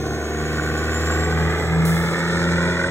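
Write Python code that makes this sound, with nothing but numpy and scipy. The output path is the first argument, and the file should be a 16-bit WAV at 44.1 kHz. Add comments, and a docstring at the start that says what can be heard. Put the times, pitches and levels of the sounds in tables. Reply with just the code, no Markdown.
"""Open asphalt: a heavy six-cylinder diesel truck pulls a long load slowly past, gaining revs.
The firings drive an exhaust drone, a diesel clatter combed by its echo off the road, and a ringing
rattle in a cab panel. Tyres rumble below; intake and tread hiss and a rising turbo whistle sit on top.
The air-brake valve lets out one puff. All is heard by two closely spaced microphone ports."""
import sys
import numpy as np
from scipy import signal
from scipy.fft import rfft, irfft
from scipy.io import wavfile
from scipy.ndimage import uniform_filter1d

SR = 44100
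rng = np.random.default_rng(int(sys.argv[2]) if len(sys.argv) > 2 else 0)


def log_audio(samples):
    """Write samples as a 16-bit WAV file to the path given in sys.argv[1]."""
    # one column per channel
    frames = np.atleast_2d(samples).T
    # limit to full scale, then quantise
    limited = np.clip(frames, -1, 1)
    pcm = np.round(limited * 32767).astype(np.int16)
    wavfile.write(sys.argv[1], SR, pcm)


N = 127890
TIME = np.arange(N) / SR
CAB_AWAY_S, CAB_AWAY_SPAN_S = 1.64, 0.12   # the cab moves off
REFLECT_S, SCREEN_S = 1.58, 1.78   # the load's flank reflects some of the engine and screens some


def amp(db):
    """Decibels to gain."""
    return 10 ** (np.asarray(db) / 20)


def rms_one(x):
    """Scale to an rms of 1."""
    return x / np.sqrt(np.mean(x ** 2) + 1e-20)


def automation(rows):
    """One curve over time for each table column after the seconds."""
    seconds, *columns = np.transpose(rows)
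    return [np.interp(TIME, seconds, column) for column in columns]


def at_bins(points):
    """A curve over frequency, read at every FFT bin."""
    hz, value = np.transpose(points)
    return np.interp(np.log(np.fft.rfftfreq(N, 1 / SR) + 1), np.log(hz), value)


def colour(x, eq):
    """Apply an EQ that falls to -80 dB an octave past each end, then scale to an rms of 1."""
    curve = [(eq[0][0] / 2, -80)] + list(eq) + [(eq[-1][0] * 2, -80)]
    return rms_one(irfft(rfft(x) * amp(at_bins(curve)), N))


def drift(rate_hz):
    """A smooth random wander with an rms of about 1."""
    hop, settle = 40, 2000
    pole = np.exp(-2 * np.pi * rate_hz * hop / SR)
    noise = rng.standard_normal(N // hop + settle + 2)
    slow = signal.lfilter([1], [1, -2 * pole, pole * pole], noise)[settle:]
    return np.interp(np.arange(N) / hop, np.arange(len(slow)), rms_one(slow))


def fade_in(centre_s, span_s):
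    """A smooth step from 0 to 1."""
    return .5 + .5 * np.tanh((TIME - centre_s) / span_s)


def flank(centre_s, span_s=.42):
    """A flat-topped swell to 1 while the load's flank passes."""
    return np.exp(-((TIME - centre_s) / span_s) ** 4)


# The revs. Each row: time in seconds, firing rate in Hz, firing tone level in dB, its octave in dB.
ENGINE_REVS = [(0, 74.3, -32, -31), (.12, 74.7, -32, -32), (.26, 75.3, -31, -43), (.41, 76.0, -30, -30),
               (.68, 76.9, -28, -29), (.9, 78.2, -26, -34), (1.1, 79.0, -23.5, -32), (1.45, 80.2, -23, -22),
               (1.59, 80.6, -26, -32), (1.78, 81.7, -26, -17), (1.92, 82.7, -27, -18),
               (2.15, 84.1, -36, -26), (2.55, 85.3, -27, -21), (2.9, 86.7, -34, -31)]
# The drone's weaker partials. Each entry: a multiple of crank speed.
CRANK_MULTIPLES = [4.5, 9, 12, 13, 14, 15, 16, 17, 18, 19, 21, 22, 24, 25, 28, 31]
# Their mix. 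Each row: base level in dB, trend from the middle toward the end in dB,
# change in dB while the load's flank reflects (+) or screens (-) that partial.
PARTIAL_MIX = [(-44, -5.5, 6), (-36.5, 0, -4.5), (-34, 1.5, -3.5), (-36.5, 2.5, -8.5), (-42.5, -3.5, 5),
               (-37.5, -3, -3.5), (-39.5, 1, 7.5), (-53, -12, 14), (-44, -3, -1), (-35.5, 2.5, -15),
               (-53, -7, 10), (-48, 6.5, 2.5), (-60, 9, 14), (-51, 3.5, 6), (-45, -2.5, 6), (-45, 0.5, 1.5)]

def exhaust(firings, waver_db=1.6):
    """Firing tone, octave and crank partials; those on firing harmonics nearly align into pulses."""
    _, tone_db, octave_db = automation(ENGINE_REVS)
    drone = amp(tone_db) * np.sin(2 * np.pi * firings)
    drone += amp(octave_db) * np.sin(4 * np.pi * firings + 1)
    for order, (base_db, trend_db, flank_db) in zip(CRANK_MULTIPLES, PARTIAL_MIX):
        level_db = base_db + trend_db * np.tanh(TIME - TIME.mean()) + waver_db * drift(3.0)
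        level_db += flank_db * flank(REFLECT_S if flank_db > 0 else SCREEN_S)
        scatter_cycles = 1 if order % 3 else .1   # three firings to a turn of the crank
        cycles = firings * order / 3 + scatter_cycles * rng.standard_normal()
        drone -= amp(level_db) * np.cos(2 * np.pi * cycles)
    return np.sqrt(2) * drone


# The road's comb filter. Each row: time in seconds, spacing of the teeth in Hz.
ROAD_COMB = [(0, 370), (1.2, 388), (1.6, 418), (2.3, 452), (2.6, 484), (2.9, 500)]

def road_echo(direct, echo_db=-4, cutoff_hz=5400):
    """Direct sound plus its duller bounce off the road, whose delay shrinks as the truck moves off."""
    spacing_hz, = automation(ROAD_COMB)
    dull = signal.sosfilt(signal.butter(2, cutoff_hz, fs=SR, output="sos"), direct)
    samples = np.arange(N)
    echo = np.array([np.interp(samples - SR / spacing_hz, samples, channel) for channel in dull])
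    return direct + amp(echo_db) * echo


# The clatter's fader. Each row: time in seconds, level in dB.
CLATTER_FADER = [(0, -36.5), (.5, -30), (1.2, -26.5), (1.3, -28.5), (1.5, -26.5), (1.68, -29), (2.0, -27),
                 (2.6, -26.5), (2.82, -26.5), (2.9, -29.5)]
# Its tone early and late in the pass. Each row: frequency in Hz, relative gain in dB.
CLATTER_EARLY_EQ = [(500, 7), (800, -8.5), (1130, -0.5), (1400, 1), (1540, 3.5), (1680, 3), (2000, -2),
                    (2500, -7.5), (3200, -12), (4500, -44)]
CLATTER_LATE_EQ = [(500, -14), (800, -13), (1150, -1), (1350, 2), (1490, 2.5), (1620, -1.5), (1820, 3.5),
                   (2150, -2), (2700, -13), (3400, -13), (4500, -31)]

def diesel_clatter(firings, depth=1.4, decay_per_firing=4.0, spread_db=1.0):
    """Noise knocked louder at every firing; alternate firings are stronger, more so from the rear."""
    strength = amp(spread_db * rng.standard_normal(400))[firings.astype(int)]
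    decay = np.exp(-decay_per_firing * (firings % 1))
    envelope = uniform_filter1d(1 + depth * strength * decay, size=60)
    lope_depth = 0.056 + 0.224 * fade_in(CAB_AWAY_S, span_s=0.71)
    lope = 1 + lope_depth * np.sin(np.pi * firings)
    knocks = envelope * lope * rng.standard_normal((2, N))
    late = fade_in(centre_s=1.28, span_s=0.12)
    clatter = (1 - late) * colour(knocks, CLATTER_EARLY_EQ) + late * colour(knocks, CLATTER_LATE_EQ)
    return amp(automation(CLATTER_FADER)[0]) * rms_one(road_echo(clatter))


def panel_ring(taps, pitch_hz=1500, damping_hz=84):
    """One narrow resonance, run twice so that each tap swells and dies."""
    radius, angle = np.exp(-2 * np.pi * damping_hz / SR), 2 * np.pi * pitch_hz / SR
    poles = [1, -2 * radius * np.cos(angle), radius * radius]
    return signal.lfilter([1], poles, signal.lfilter([1], poles, taps + 1e-18))


# The panel's hardest knocks. 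Each row: start in seconds, peak level in dB.
HARD_KNOCKS = [(1.103, -15), (2.799, -14.5), (2.8426, -12)]

def panel_rattle(firings, spread_db=4.5, under_clatter_db=6.5, duck_db=11):
    """A cab panel rings at each firing, ducked while the load screens it; hard knocks cut through."""
    taps = np.diff(np.floor(firings), prepend=0) * amp(spread_db * rng.standard_normal(N))
    level_db = automation(CLATTER_FADER)[0] - under_clatter_db - duck_db * flank(SCREEN_S)
    knocks = np.zeros(N)
    for start_s, peak_db in HARD_KNOCKS:
        knocks[int(start_s * SR)] = amp(peak_db)
    ring_peak = panel_ring(signal.unit_impulse(N)).max()
    return amp(level_db) * rms_one(panel_ring(taps)) + panel_ring(knocks) / ring_peak


# The rumble's fader. Each row: time in seconds, level in dB before the trim.
RUMBLE_FADER = [(0.0, -29), (1.12, -25.5), (1.44, -22.5), (1.95, -21.5), (2.23, -24), (2.69, -24),
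                (2.74, -29), (2.9, -27.5)]
# Its body. Each row: frequency in Hz, relative gain in dB.
RUMBLE_EQ = [(20, -39), (45, -8), (70, -2.5), (120, 2.5), (200, 11), (280, 1), (380, -4), (480, -2.5),
             (600, 2), (800, -7), (1100, -5)]

def tyre_rumble(trim_db=-5.5, waver_db=1.5):
    """The low roar of tyres and chassis, echoed by the road."""
    roar = rms_one(road_echo(colour(rng.standard_normal((2, N)), RUMBLE_EQ)))
    return amp(automation(RUMBLE_FADER)[0] + trim_db + waver_db * drift(8.0)) * roar


# The hiss's fader. Each row: time in seconds, level in dB before the top dulls.
HISS_FADER = [(0.0, -42), (1.06, -37.5), (1.69, -41), (1.87, -41.5), (2.07, -37.5), (2.45, -36), (2.9, -39)]
# Its tone. Each row: frequency in Hz, relative gain in dB.
HISS_EQ = [(2000, -7), (3200, 4), (4500, 4), (6000, 0.5), (7300, 0), (8700, -7), (10200, -11.5),
           (12000, -7), (14000, -9), (15100, -15), (15700, -16)]

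def intake_and_tread_hiss(firings, shelf_hz=9000, shelf_db=-7.5, flutter_db=1.0):
    """Hiss faintly pulsed by the firings; its top dulls as the cab moves off."""
    pulse = 1 + 0.13 * np.cos(2 * np.pi * firings)
    hiss = colour(pulse * rng.standard_normal((2, N)), HISS_EQ)
    top = irfft(rfft(hiss) * at_bins([(shelf_hz, 0), (shelf_hz * 1.12, 1)]), N)
    top_gain = amp(shelf_db * fade_in(centre_s=2.13, span_s=0.2))
    hiss += (top_gain - 1) * top
    return amp(automation(HISS_FADER)[0] + flutter_db * drift(22.0)) * hiss


# The turbo spooling up. Each row: time in seconds, pitch in Hz, level in dB.
TURBO_GLIDE = [(0, 6310, -47), (.3, 6570, -47), (.75, 7000, -45), (1.05, 7290, -39), (1.2, 7430, -41),
               (1.35, 7570, -47), (1.8, 7790, -48), (2.3, 8080, -52), (2.9, 8200, -55)]

def turbo_whistle(jitter_hz=35, blur=3.5, flutter_db=4.5):
    """A rising, unsteady whistle whose pitch blurs as the cab moves off."""
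    pitch_hz, level_db = automation(TURBO_GLIDE)
    wander_hz = jitter_hz * (1 + blur * fade_in(CAB_AWAY_S, CAB_AWAY_SPAN_S))
    phase = 2 * np.pi * np.cumsum(pitch_hz + wander_hz * drift(90.8)) / SR
    return np.sqrt(2) * amp(level_db + flutter_db * drift(31.0)) * np.sin(phase)


# The air jet's bright tone. Each row: frequency in Hz, relative gain in dB.
PUFF_EQ = [(2500, 0), (4300, 0), (5500, 0), (8000, -0.5), (11000, 2), (15700, -5)]

def brake_puff(start_s=1.8495, attack_s=0.0013, jet_db=-32, jet_t60_s=1, spit_db=-46, spit_t60_s=0.14):
    """The air-brake valve opens with a short spit, and its jet of air dies away."""
    age = np.maximum(TIME - start_s, 0)
    attack = 1 - np.exp(-age / attack_s)
    jet = amp(jet_db - 60 * age / jet_t60_s)
    spit = amp(spit_db - 60 * age / spit_t60_s)
    return attack * (jet + spit) * colour(rng.standard_normal((2, N)), PUFF_EQ)


# Stereo width by frequency: narrow lows, almost all side near 2.8 and 4.9 kHz. 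Each row: frequency in Hz, side
# over mid in dB with the cab near, the same once it has moved off.
STEREO_WIDTH = [(60, -18, -23), (149, -11.5, -11.5), (430, -22, -19), (950, -13, -13), (1740, -7.5, -7),
                (2270, 3.5, 5), (2454, 0, 3), (2845, 15, 77), (3144, 3.5, 38), (3370, 2.5, -2.5),
                (4195, 5.5, 2.5), (4235, 18, 29), (4940, 79, 18), (5130, 15.5, 3.5), (5450, 3.5, 5),
                (6800, -12, -14), (9300, -11, -6), (10240, 4, 8), (11400, 0, -5), (12200, 9, 17),
                (13500, 2, -9), (14000, -26, -19)]
# How closely the side follows the mid. Each row: frequency in Hz, likeness from 0 to 1.
SIDE_LIKENESS = [(100, 0.8), (1000, 1), (2100, .55), (3500, .4), (5800, 0.32), (10500, .2)]
# The balance. Each row: frequency in Hz, left over right in dB.
BALANCE = [(900, 0), (1300, 0), (1750, -3), (2250, -4), (2550, 0)]

def stereo_image(sound, unrelated):
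    """The mid is the sound; the side is its quarter-cycle shift plus unrelated noise."""
    alike = np.clip(at_bins(SIDE_LIKENESS), 0, 1)
    tilt = amp(at_bins(BALANCE) / 2)
    side_spectrum = 1j * alike * rfft(sound) + np.sqrt(1 - alike ** 2) * rfft(unrelated)
    images = []
    for column in (1, 2):
        width_db = at_bins(np.array(STEREO_WIDTH)[:, [0, column]])
        angle = np.arctan(amp(width_db))
        mid, side = np.cos(angle) * rfft(sound), np.sin(angle) * side_spectrum
        images.append(irfft([(mid + side) * tilt, (mid - side) / tilt], N))
    near, far = images
    away = fade_in(CAB_AWAY_S, CAB_AWAY_SPAN_S)
    return (1 - away) * near + away * far


def scene():
    """The whole truck on one engine clock, spread into stereo."""
    firings = np.cumsum(automation(ENGINE_REVS)[0]) / SR   # running count of firings
    # Each noise layer comes as two independent strands; the second feeds only the side.
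    noise, unrelated = (diesel_clatter(firings) + tyre_rumble()
                        + intake_and_tread_hiss(firings) + brake_puff())
    truck = noise + exhaust(firings) + panel_rattle(firings) + turbo_whistle()
    return stereo_image(truck, unrelated)


def record(dry, cutoff_hz=15800):
    """A steep low-pass takes off the very top."""
    return signal.sosfilt(signal.ellip(12, .3, 80, cutoff_hz, fs=SR, output="sos"), dry)


dry = scene()
out = record(dry)
log_audio(out)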